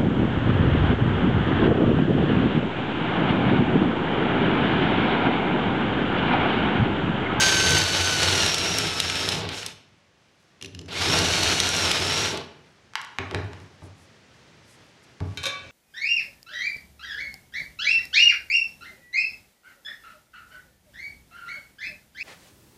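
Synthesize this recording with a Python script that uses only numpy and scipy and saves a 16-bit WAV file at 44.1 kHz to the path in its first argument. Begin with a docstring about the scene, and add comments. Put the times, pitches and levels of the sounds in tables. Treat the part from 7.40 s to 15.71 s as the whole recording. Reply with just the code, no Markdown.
"""A cordless drill with a step bit bores into a steel lid held on a plank, in a quiet, faintly rustling workshop.
Gears whine at multiples of the motor speed, noise grains tear and snap, and plank and bench resonate.
The bit scrapes to a stop, ticks on the lid as modes of steel, and bores a second time.
Then hard clicks ring the drill's shell, knocks rap plank and bench as it is laid down, and cloth brushes.
Last, a copper pipe clinks on the lid: short cracks excite the paired modes of pipe and lid."""
import sys
import numpy as np
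from scipy import signal
from scipy.fft import rfft, irfft, next_fast_len
from scipy.io import wavfile

SR = 44100
rng = np.random.default_rng(int(sys.argv[2]) if len(sys.argv) > 2 else 0)


def transcribe(u):
    """Save the signal u as a 16-bit wav file named by the first command-line argument.

    u: samples, shape (n,) or (channels, n), limited to [-1, 1]; the rate is SR.
    q: integer samples, one column per channel.
    """
    v = np.clip(np.atleast_2d(u).T, -1, 1)
    q = np.round(v * 32767).astype(np.int16)
    wavfile.write(sys.argv[1], SR, q)


def boost(x):
    """Linear amplitude factor 10**(x/20) for a level x in decibels (scalar or array-like)."""
    u = np.asarray(x, float) / 20
    return 10 ** u


N = 366471

# The gearbox, one list per run. Each row: time in seconds, tooth mesh frequency in Hz.
GEAR_RUNS = [
    [(0, 1552), (.37, 1520), (.45, 1478), (.58, 1484), (.68, 1514), (.8, 1462), (.88, 1468), (1, 1412),
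     (1.18, 1340), (1.32, 1365), (1.45, 1297), (1.58, 1288), (1.65, 1327), (1.75, 1298), (2, 1250)],
    [(3.55, 1050), (3.7, 1295), (3.8, 1400), (3.93, 1458), (4.2, 1456), (4.4, 1392), (4.5, 1252),
     (4.58, 1225), (4.66, 1288), (4.75, 1352), (4.87, 1384), (4.91, 1370)],
]
# Strength of the cut, one list per run. Each row: time in seconds, level in dB.
CUT_RUNS = [
    [(0, -20.5), (.2, -24.5), (.37, -22), (.45, -27.5), (1.05, -23.5), (1.12, -28.5), (1.35, -27.5),
     (1.5, -31), (1.93, -30.5), (2.05, -38.5), (2.12, -36), (2.28, -42.5), (2.33, -48.5)],
    [(3.481, -43.5), (3.486, -40), (3.5, -40), (3.62, -26.5), (3.75, -25), (3.86, -26.5), (4.1, -25),
     (4.3, -28.5), (4.45, -24.5), (4.6, -28), (4.85, -26.5), (4.92, -34.5), (5.05, -47)],
]
# Modes of pipe and lid together. Each row: frequency in Hz, level in dB, decay time t60 in seconds.
PIPE_MODES = [(544, -7, .1), (1136, -8, .2), (1470, -5, .14), (1631, -6, .13), (2304, -1, .13),
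              (2498, -7, .16), (2643, -5, .16), (3106, -2, .16), (3591, -3, .18), (3797, 3, .08),
              (4075, -3, .16), (4300, -7, .05), (5050, -5, .07), (5728, -8, .1), (6487, -8, .07)]
# Modes of the bench. Each row: frequency in Hz, level in dB, decay time t60 in seconds.
BENCH_MODES = [(77, -5.5, 0.24), (95, 4, 0.23), (119, -5, 0.14), (150.4, 1, 0.17), (185, -5.5, 0.16),
               (264, -0.5, 0.119)]
# Modes of the plank. Each row: frequency in Hz, level in dB, decay time t60 in seconds.
PLANK_MODES = [(252, 0, 0.025), (322.2, -4.5, 0.097), (355.6, -5.5, 0.059), (419, -1, 0.06),
               (490, -10, 0.099), (626, -2.5, 0.036), (852, 0, 0.019), (1147, -1.5, 0.016)]
# The bit tip set on the lid. Each row: time in seconds, level of the contact in dB.
TIP_CONTACTS = [(3.213, -31.5), (3.225, -21.5), (3.237, -34.5), (3.2462, -22), (3.2588, -24),
                (3.3485, -29.5), (3.391, -26), (3.4139, -32.5), (3.46, -39.5)]

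CRACK_S = .0015   # decay constant of a dry crack, s
IMPULSE_S = .00001   # decay constant of a blow so short that it is nearly one sample, s


def rms_one(x):
    """Normalisation: scales a signal to unit root-mean-square."""
    return x / np.sqrt(np.mean(x ** 2) + 1e-20)


def in_time(runs, silent):
    """Piecewise linear control: joins each run's columns by straight lines, with silent outside the runs."""
    t, out = np.arange(N) / SR, None
    for rows in runs:
        s, *columns = np.transpose(rows)
        if out is None:
            out = np.full((len(columns), N), silent)
        on = (t >= s[0]) & (t <= s[-1])
        out[:, on] = [np.interp(t[on], s, c) for c in columns]
    return out


def hump(middle_s, half_s):
    """Raised-cosine envelope: a smooth swell from 0 to 1 and back."""
    from_middle = (np.arange(N) / SR - middle_s) / half_s
    return np.cos(np.pi / 2 * np.clip(from_middle, -1, 1)) ** 2


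def band_pass(x, low_hz, high_hz, order):
    """Butterworth filtering: passes the band between two corner frequencies."""
    return signal.sosfilt(signal.butter(order, [low_hz, high_hz], "band", fs=SR, output="sos"), x)


def low_pass(x, hz, order):
    """Butterworth filtering: passes what lies below one corner frequency."""
    return signal.sosfilt(signal.butter(order, hz, fs=SR, output="sos"), x)


def coloured(x, spectrum):
    """Spectral shaping: weights a steady signal over log frequency, then sets its rms to 1."""
    hz, db = np.transpose(spectrum)
    grid = np.fft.rfftfreq(N, 1 / SR) + 1
    gain = boost(np.interp(np.log(grid), np.log(hz), db))
    return rms_one(irfft(rfft(x) * gain, N))


def drift(rate):
    """Low-passed random process: chance variation of rms 1, mostly slower than rate in Hz."""
    control_hz, settle = 400, 400
    steps = rng.standard_normal(int(N / SR * control_hz) + settle)
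    r = np.exp(-2 * np.pi * rate / control_hz)
    slow = signal.lfilter([1], [1, -2 * r, r * r], steps)[settle:]
    return np.interp(np.linspace(0, len(slow) - 1, N), np.arange(len(slow)), rms_one(slow))


def ring(force, hz, t60):
    """Damped resonance: a two-pole mode that decays by 60 dB in t60 seconds."""
    r, w = boost(-60 / (t60 * SR)), 2 * np.pi * hz / SR
    return signal.lfilter([0, np.sin(w)], [1, -2 * r * np.cos(w), r * r], force + 1e-18)


def body(force, modes):
    """Modal superposition: one force drives every mode of an object, neighbours in opposite phase."""
    return sum(ring(force, hz, t60) * boost(db) * (-1) ** k for k, (hz, db, t60) in enumerate(modes))


def blows(times, db, spread_s, size=6000):
    """Impulsive excitation: each blow is a dying jolt of noise, of unit energy before its gain."""
    jolts = rng.standard_normal((len(times), size)) * np.exp(-np.arange(size) / (spread_s * SR))
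    out = np.zeros(N + size)
    for s, gain, jolt in zip(times, boost(db), jolts):
        out[round(s * SR):][:size] += gain * jolt / np.sqrt(np.sum(jolt ** 2))
    return out[:N]


def cracks(rows, decay_s, sharp, reach, splinter_db, size=900):
    """Contact impulse: a sharp first touch and decaying splinter noise, peaked at a centre frequency.

    Each row: time in seconds, peak in dB, centre in Hz. The band extends to reach times the centre.
    """
    out = np.zeros(N + size)
    bursts = rng.standard_normal((len(rows), size)) * boost(splinter_db)
    bursts[:, 0] = 1   # the first touch
    bursts = bursts * np.exp(-np.arange(size) / (decay_s * SR))
    for (s, db, hz), burst in zip(rows, bursts):
        broad = band_pass(burst, min(0.7 * hz, 1500), min(reach * hz, 15000), order=2)
        sound = broad + 3 * signal.lfilter(*signal.iirpeak(hz, sharp, fs=SR), broad)
        out[round(s * SR):][:size] += boost(db) * sound / np.abs(sound).max()
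    return out[:N]


def struck_modes(rows, modes, ring_db, spread_s, luck_db):
    """Modal excitation: every contact wakes each mode and its higher twin with a strength of its own."""
    pair_ratio = 1.03
    s, db = np.transpose(rows)[:2]
    twins = [(hz * pair_ratio, mode_db - 6, .7 * t60) for hz, mode_db, t60 in modes]
    both = modes + twins
    luck = rng.normal(0, luck_db, (len(s), len(both)))
    out = 0
    for (hz, mode_db, t60), own_db in zip(both, luck.T):
        out = out + ring(blows(s, db + ring_db + mode_db + own_db, spread_s), hz, t60)
    return out


def grains(per_s, size_db):
    """Clustered random pulses: tiny tears of uneven size and sign, coming in clumps."""
    born = rng.random(N) < per_s * boost(2.5 * drift(35)) / SR
    sizes = boost(size_db * np.minimum(rng.exponential(1, N), 5))
    return born * sizes * rng.choice([-1, 1], N)


def gears():
    """Gear-mesh tones: motor-locked partials wobble with tooth errors and swell at housing resonances."""
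    # How the housing radiates a gear tone. Each row: frequency in Hz, level in dB relative to the cut.
    housing = [(1250, -13), (1450, -11), (1490, -5), (1530, -2), (1560, 0), (2600, -12), (3000, -12),
               (3900, -18), (4150, -11), (4400, -6), (4650, -8), (5100, -10), (5400, -6), (5720, -5),
               (5900, -16), (6350, -5)]
    stage_ratio = 4.168   # second gear stage over the mesh
    mesh_hz = in_time(GEAR_RUNS, 0.)[0]
    load_db = in_time(CUT_RUNS, -120.)[0]
    hz, db = np.transpose(housing)
    # Each partial: multiple of the mesh, relative pitch jitter, level flutter in dB, own level in dB.
    partials = [(1, .0007, 1, 0), (2, .001, 3, 0), (3, .001, 3, 0),
                (stage_ratio, .0025, 3, 0),
                (.96 * stage_ratio, .004, 5, -5)]   # side tone of the second stage
    out = 0
    for k, jitter, flutter_db, own_db in partials:
        phase = 2 * np.pi * k * np.cumsum(mesh_hz * (1 + jitter * drift(27.8))) / SR
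        level_db = load_db + own_db + np.interp(k * mesh_hz, hz, db) + flutter_db * drift(89)
        out = out + boost(level_db) * np.sin(phase)
    return (mesh_hz > 0) * out


def motor_hiss(tear):
    """Broadband noise over the tear, with bright sparse swarf ticks and the chuck's fixed resonance."""
    # Spectrum of the hiss. Each row: frequency in Hz, relative level in dB.
    hiss_colour = [(3000, -47.5), (4900, -13), (5620, -6.5), (6500, -6), (7640, -11), (11500, -20.5),
                   (16000, -27)]
    chuck_hz, chuck_width_hz, chuck_db = 5500, 180, -8   # level relative to the shaped hiss
    swarf = rms_one(grains(40, size_db=4.0))
    mixed = .6 * rms_one(tear) + .3 * swarf + rng.standard_normal(N)
    chuck = signal.lfilter(*signal.iirpeak(chuck_hz, chuck_hz / chuck_width_hz, fs=SR), tear)
    return coloured(mixed, hiss_colour) + boost(chuck_db) * rms_one(chuck)


def motor_hiss_db():
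    """Speed dependence: the hiss, relative to the cut, grows with each octave of motor speed."""
    # The hiss falls away while the bit still scrapes, and surges as it spins free.
    # Each row: middle in seconds, half length in seconds, change in dB.
    hushes = [(2.075, 0.078, -22), (2.188, 0.053, 6), (3.501, 0.032, -10.5), (5.022, 0.1, -33)]
    per_octave_db, top_mesh_hz = 6.5, 1550
    s, mesh_hz = np.transpose(sum(GEAR_RUNS, []))
    octaves = np.log2(np.interp(np.arange(N) / SR, s, mesh_hz) / top_mesh_hz)
    return -7 + per_octave_db * octaves + sum(db * hump(s, half) for s, half, db in hushes)


def cutting():
    """Stochastic excitation: tearing grains sound from the lid, with motor hiss and the loose lid's rattle."""
    # Spectrum of the tearing. Each row: frequency in Hz, relative level in dB.
    cut_colour = [(600, -3.5), (900, -3.5), (1160, -7.5), (1440, -0.5), (1930, -3.5), (2900, 0),
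                  (3350, -1.5), (3850, 0.5), (5100, -8.5), (7000, -33)]
    rattle_db, chatter_db = -11, 0.67   # rattle relative to the cut; rms depth of its irregular judder
    tear = grains(9000, size_db=3.5)
    hiss = boost(motor_hiss_db()) * motor_hiss(tear)
    # The lid ticking against the bit rings far shorter than when it is struck.
    damped = [(hz, db, t60 / 12) for hz, db, t60 in PIPE_MODES[4:12]]
    rattle = boost(rattle_db) * rms_one(body(grains(130, size_db=2.5), damped))
    level_db = in_time(CUT_RUNS, -120.)[0] + chatter_db * drift(22)
    return boost(level_db) * (coloured(tear, cut_colour) + hiss + rattle)


def drumming():
    """Forced vibration: one train of grains shakes the modes of plank and bench."""
    # The drill lurches and leans on plank and bench.
    # Each row: middle in seconds, half length in seconds, plank level in dB, bench level in dB.
    lurches = [(0.32, 0.11, -57, -29.5), (1.396, 0.29, -50, -43), (1.997, 0.18, -39.5, -36),
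               (3.423, 0.14, -61, -42.5), (3.776, 0.19, -34.5, -33.5), (4.958, 0.099, -36, -44.5),
               (8.28, 0.08, -59, -47)]
    plank_db, bench_db = -10, -10   # relative to the cut
    cut_db = in_time(CUT_RUNS, -120.)[0]
    plank = boost(cut_db + plank_db) + sum(boost(db) * hump(s, half) for s, half, db, _ in lurches)
    bench = boost(cut_db + bench_db) + sum(boost(db) * hump(s, half) for s, half, _, db in lurches)
    shake = grains(900, size_db=2.0)
    return plank * rms_one(body(shake, PLANK_MODES)) + bench * rms_one(body(shake, BENCH_MODES))


def workshop(x):
    """Diffuse reverberation: after a short gap, octave bands of noise each decay at their own rate."""
    # Decay of the room. Each row: frequency in Hz, decay time t60 in seconds.
    room = [(150, 0.91), (500, 0.73), (1400, 0.77), (4000, 0.55), (10000, 0.34)]
    t, tail = np.arange(SR) / SR, 0
    hz, t60 = np.transpose(room)
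    for low in 50 * 2. ** np.arange(8):
        band = band_pass(rng.standard_normal(SR), low, 2 * low, order=2)
        band_t60 = np.interp(np.log(low * 1.4), np.log(hz), t60)
        tail = tail + band * boost(-60 * t / band_t60)
    tail = tail * np.clip((t - .002) / 0.0012, 0, 1)
    return signal.fftconvolve(x, tail / np.sqrt(np.sum(tail ** 2)))[:N]


def stirring():
    """Filtered noise: the quiet workshop, with cloth and feet stirring in random patches."""
    # Level of the stirring. Each row: time in seconds, level in dB.
    stir_rows = [(2.398, -62), (3.2, -60), (5.4, -59), (6.4, -53.5), (6.9, -55.5), (7.7, -54),
                 (8.31, -50.5)]
    # Its spectrum. Each row: frequency in Hz, relative level in dB.
    stir_colour = [(30, -35.5), (57, -9.5), (90, -1.5), (151, -0.5), (250, -6), (487, -8), (1000, -13),
                   (1960, -12), (5870, -20), (11500, -39.5), (16000, -34.5)]
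    s, db = np.transpose(stir_rows)
    stir_db = np.interp(np.arange(N) / SR, s, db) + drift(3)
    murmur = boost(stir_db) * coloured(rng.standard_normal(N), stir_colour)
    cloth = rms_one(grains(1500, size_db=3.0) * boost(7 * drift(2.5)))
    return murmur + boost(stir_db - 15.5) * band_pass(cloth, 1500, 9000, order=1)


def snaps():
    """Sudden fracture: chips snap and the bit catches on the lid, each a narrowly peaked crack."""
    # Each row: time in seconds, peak in dB, centre frequency in Hz.
    snap_rows = [(0.3844, -8, 6250), (1.063, -8, 3500), (1.1442, -8, 3800), (1.3851, -8, 5570),
                 (1.6012, -5, 3880), (1.699, -10, 2870), (1.7563, -13, 3100), (1.889, -7, 4000),
                 (1.922, -16, 3280), (2.09, -20, 2800), (2.2302, -24, 2840), (2.2632, -14, 4500),
                 (3.7887, -9, 4210), (4.0336, -9, 4380), (4.2017, -2.5, 3900), (4.515, -6, 3000),
                 (4.974, -22, 3530)]
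    return cracks(snap_rows, decay_s=.003, sharp=3.0, reach=2.4, splinter_db=-15)


def touches():
    """Light impact: the bit tip ticks on the lid with a dry crack and a short ring of steel modes."""
    # Short rings of the bit on the lid. Each row: frequency in Hz, level in dB, decay time t60 in seconds.
    bit_modes = [(2850, 0, .012), (3500, -4, .01), (4150, -5, .01), (5200, -6, .01), (5950, -5, .01),
                 (7000, -10, .008)]
    rows = [(s, db - 5, 2940) for s, db in TIP_CONTACTS]   # centre 2940 Hz
    ticks = cracks(rows, decay_s=CRACK_S, sharp=1.5, reach=4.0, splinter_db=-10)
    return ticks + struck_modes(TIP_CONTACTS, bit_modes, ring_db=-7, spread_s=.002, luck_db=2.0)


def pushes():
    """Slow excitation: each touch pushes the bench, and its low-passed force wakes the low plank modes."""
    soft_hz, plank_db, bench_db = 476, -41.5, -50.5
    touch_s = np.transpose(TIP_CONTACTS)[0]
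    push = blows(touch_s, 0 * touch_s, spread_s=0.016)
    soft = low_pass(push, soft_hz, order=3)
    return body(boost(plank_db) * soft, PLANK_MODES) + body(boost(bench_db) * push, BENCH_MODES)


def clicks():
    """Impact on a thin shell: hard dry clicks, as the drill is swung away, ring its plastic modes."""
    # Each row: time in seconds, level of the contact in dB, centre frequency in Hz.
    click_rows = [(5.536, -31.5, 1210), (5.5551, -8.5, 1227), (5.577, -30, 897), (5.6156, -23, 2470),
                  (5.648, -27.5, 2780), (6.202, -38.5, 2070)]
    # Short rings of the plastic shell. Each row: frequency in Hz, level in dB, decay time t60 in seconds.
    shell_modes = [(870, -4, .022), (1300, -6, .018), (1910, -9, .015), (2300, -9, .012), (2850, -7, .015),
                   (3400, -8, .012)]
    rows = [(s, db - 0.5, hz) for s, db, hz in click_rows]
    dry_clicks = cracks(rows, decay_s=CRACK_S, sharp=.8, reach=4.5, splinter_db=-19)
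    return dry_clicks + struck_modes(click_rows, shell_modes, ring_db=-19, spread_s=IMPULSE_S, luck_db=1.5)


def knocks():
    """Impact of a heavy body: a crack and a rap on the plank, then a slow force on the bench modes."""
    # Things set down on the bench.
    # Each row: time in seconds, crack peak in dB, plank blow in dB, bench thud blow in dB.
    knock_rows = [(5.7862, -9.5, -28, -34.5), (5.9116, -21, -30.5, -41), (5.937, -38, -26.5, -28.5),
                  (5.966, -39, -48, -29), (5.9468, -13, -31, -43), (6.133, -27.5, -45, -45),
                  (6.4192, -44.5, -39.5, -42), (7.804, -29, -31, -26.5)]
    crack_hz, thud_hz, thud_delay_s = 1143, 150, .002
    s, crack_db, plank_db, thud_db = np.transpose(knock_rows)
    rows = [(start, db, crack_hz) for start, db in zip(s, crack_db)]
    dry_knocks = cracks(rows, decay_s=CRACK_S, sharp=.8, reach=4.5, splinter_db=-19)
    rap = blows(s, plank_db, spread_s=0.026)
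    thud = np.abs(blows(s + thud_delay_s, thud_db, IMPULSE_S))   # a push in one direction
    slow = low_pass(thud, thud_hz, order=2)
    return dry_knocks + body(rap, PLANK_MODES) + body(slow, BENCH_MODES)


def brushes():
    """Friction noise: cloth or hands brush faintly, as band-passed grains under smooth swells."""
    # Each row: middle in seconds, half length in seconds, level in dB.
    brush_rows = [(6.447, 0.058, -64), (6.616, 0.081, -63.5), (7.31, 0.097, -62.5), (7.639, 0.022, -64)]
    swish = band_pass(grains(3406, size_db=-1.5), 4000, 11000, order=2)
    return rms_one(swish) * sum(boost(db) * hump(s, half) for s, half, db in brush_rows)


def pipe():
    """Coupled modal ringing: every clink cracks, rattles the loose lid and rings the pipe's paired modes."""
    # The copper pipe on the lid. Each row: time in seconds, level of the contact in dB.
    clink_rows = [(7.9734, -17.5), (8.032, -21), (8.0381, -13.5), (8.056, -12.5), (8.065, -11.5),
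                  (8.073, -23)]
    s, db = np.transpose(clink_rows)
    rows = [(start, level - 9, 5000) for start, level in clink_rows]   # centre 5000 Hz
    dry_clinks = cracks(rows, decay_s=0.0025, sharp=0.92, reach=4.3, splinter_db=-13)
    lid = band_pass(blows(s, db + 7, spread_s=.03), 550, 6500, order=2)
    rung = struck_modes(clink_rows, PIPE_MODES, ring_db=-18.5, spread_s=IMPULSE_S, luck_db=2.5)
    return dry_clinks + lid + rung


def scene():
    """Superposition: direct sound of drill and blows, their reverberation, and the quiet room."""
    drill_room_db, gear_room_db, blow_room_db = -12, -5, -4.5   # gears relative to the drill's echo
    whine = gears()
    drill = cutting() + drumming() + snaps() + touches()
    struck = pushes() + clicks() + knocks() + pipe()
    # Blows send less treble and deep bass into the room.
    dull = band_pass(struck, 110, 4500, order=1)
    # The gear tones reach the walls more weakly than the cut.
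    to_walls = boost(drill_room_db) * (drill + boost(gear_room_db) * whine) + boost(blow_room_db) * dull
    quiet = stirring() + brushes()
    return (whine + drill + struck + workshop(to_walls) + quiet)[None]


def top_cut(x):
    """Nothing passes above the cut-off."""
    return signal.sosfilt(signal.butter(12, 16950, fs=SR, output="sos"), x)


def record(dry):
    """Band limitation: the recorder drops the lowest bass, steps down above a shelf and ends at its top."""
    shelf_hz, shelf_db, top_hz = 12050, -12, 15830
    size = next_fast_len(N + SR)
    hz = np.fft.rfftfreq(size, 1 / SR)
    response = np.where(hz > shelf_hz, boost(shelf_db), 1) * (hz < top_hz)
    limited = irfft(rfft(dry, size) * response, size)[:, :N]
    mix = signal.sosfilt(signal.butter(3, 48, "high", fs=SR, output="sos"), limited)
    return top_cut(mix)


dry = scene()
out = record(dry)
transcribe(out)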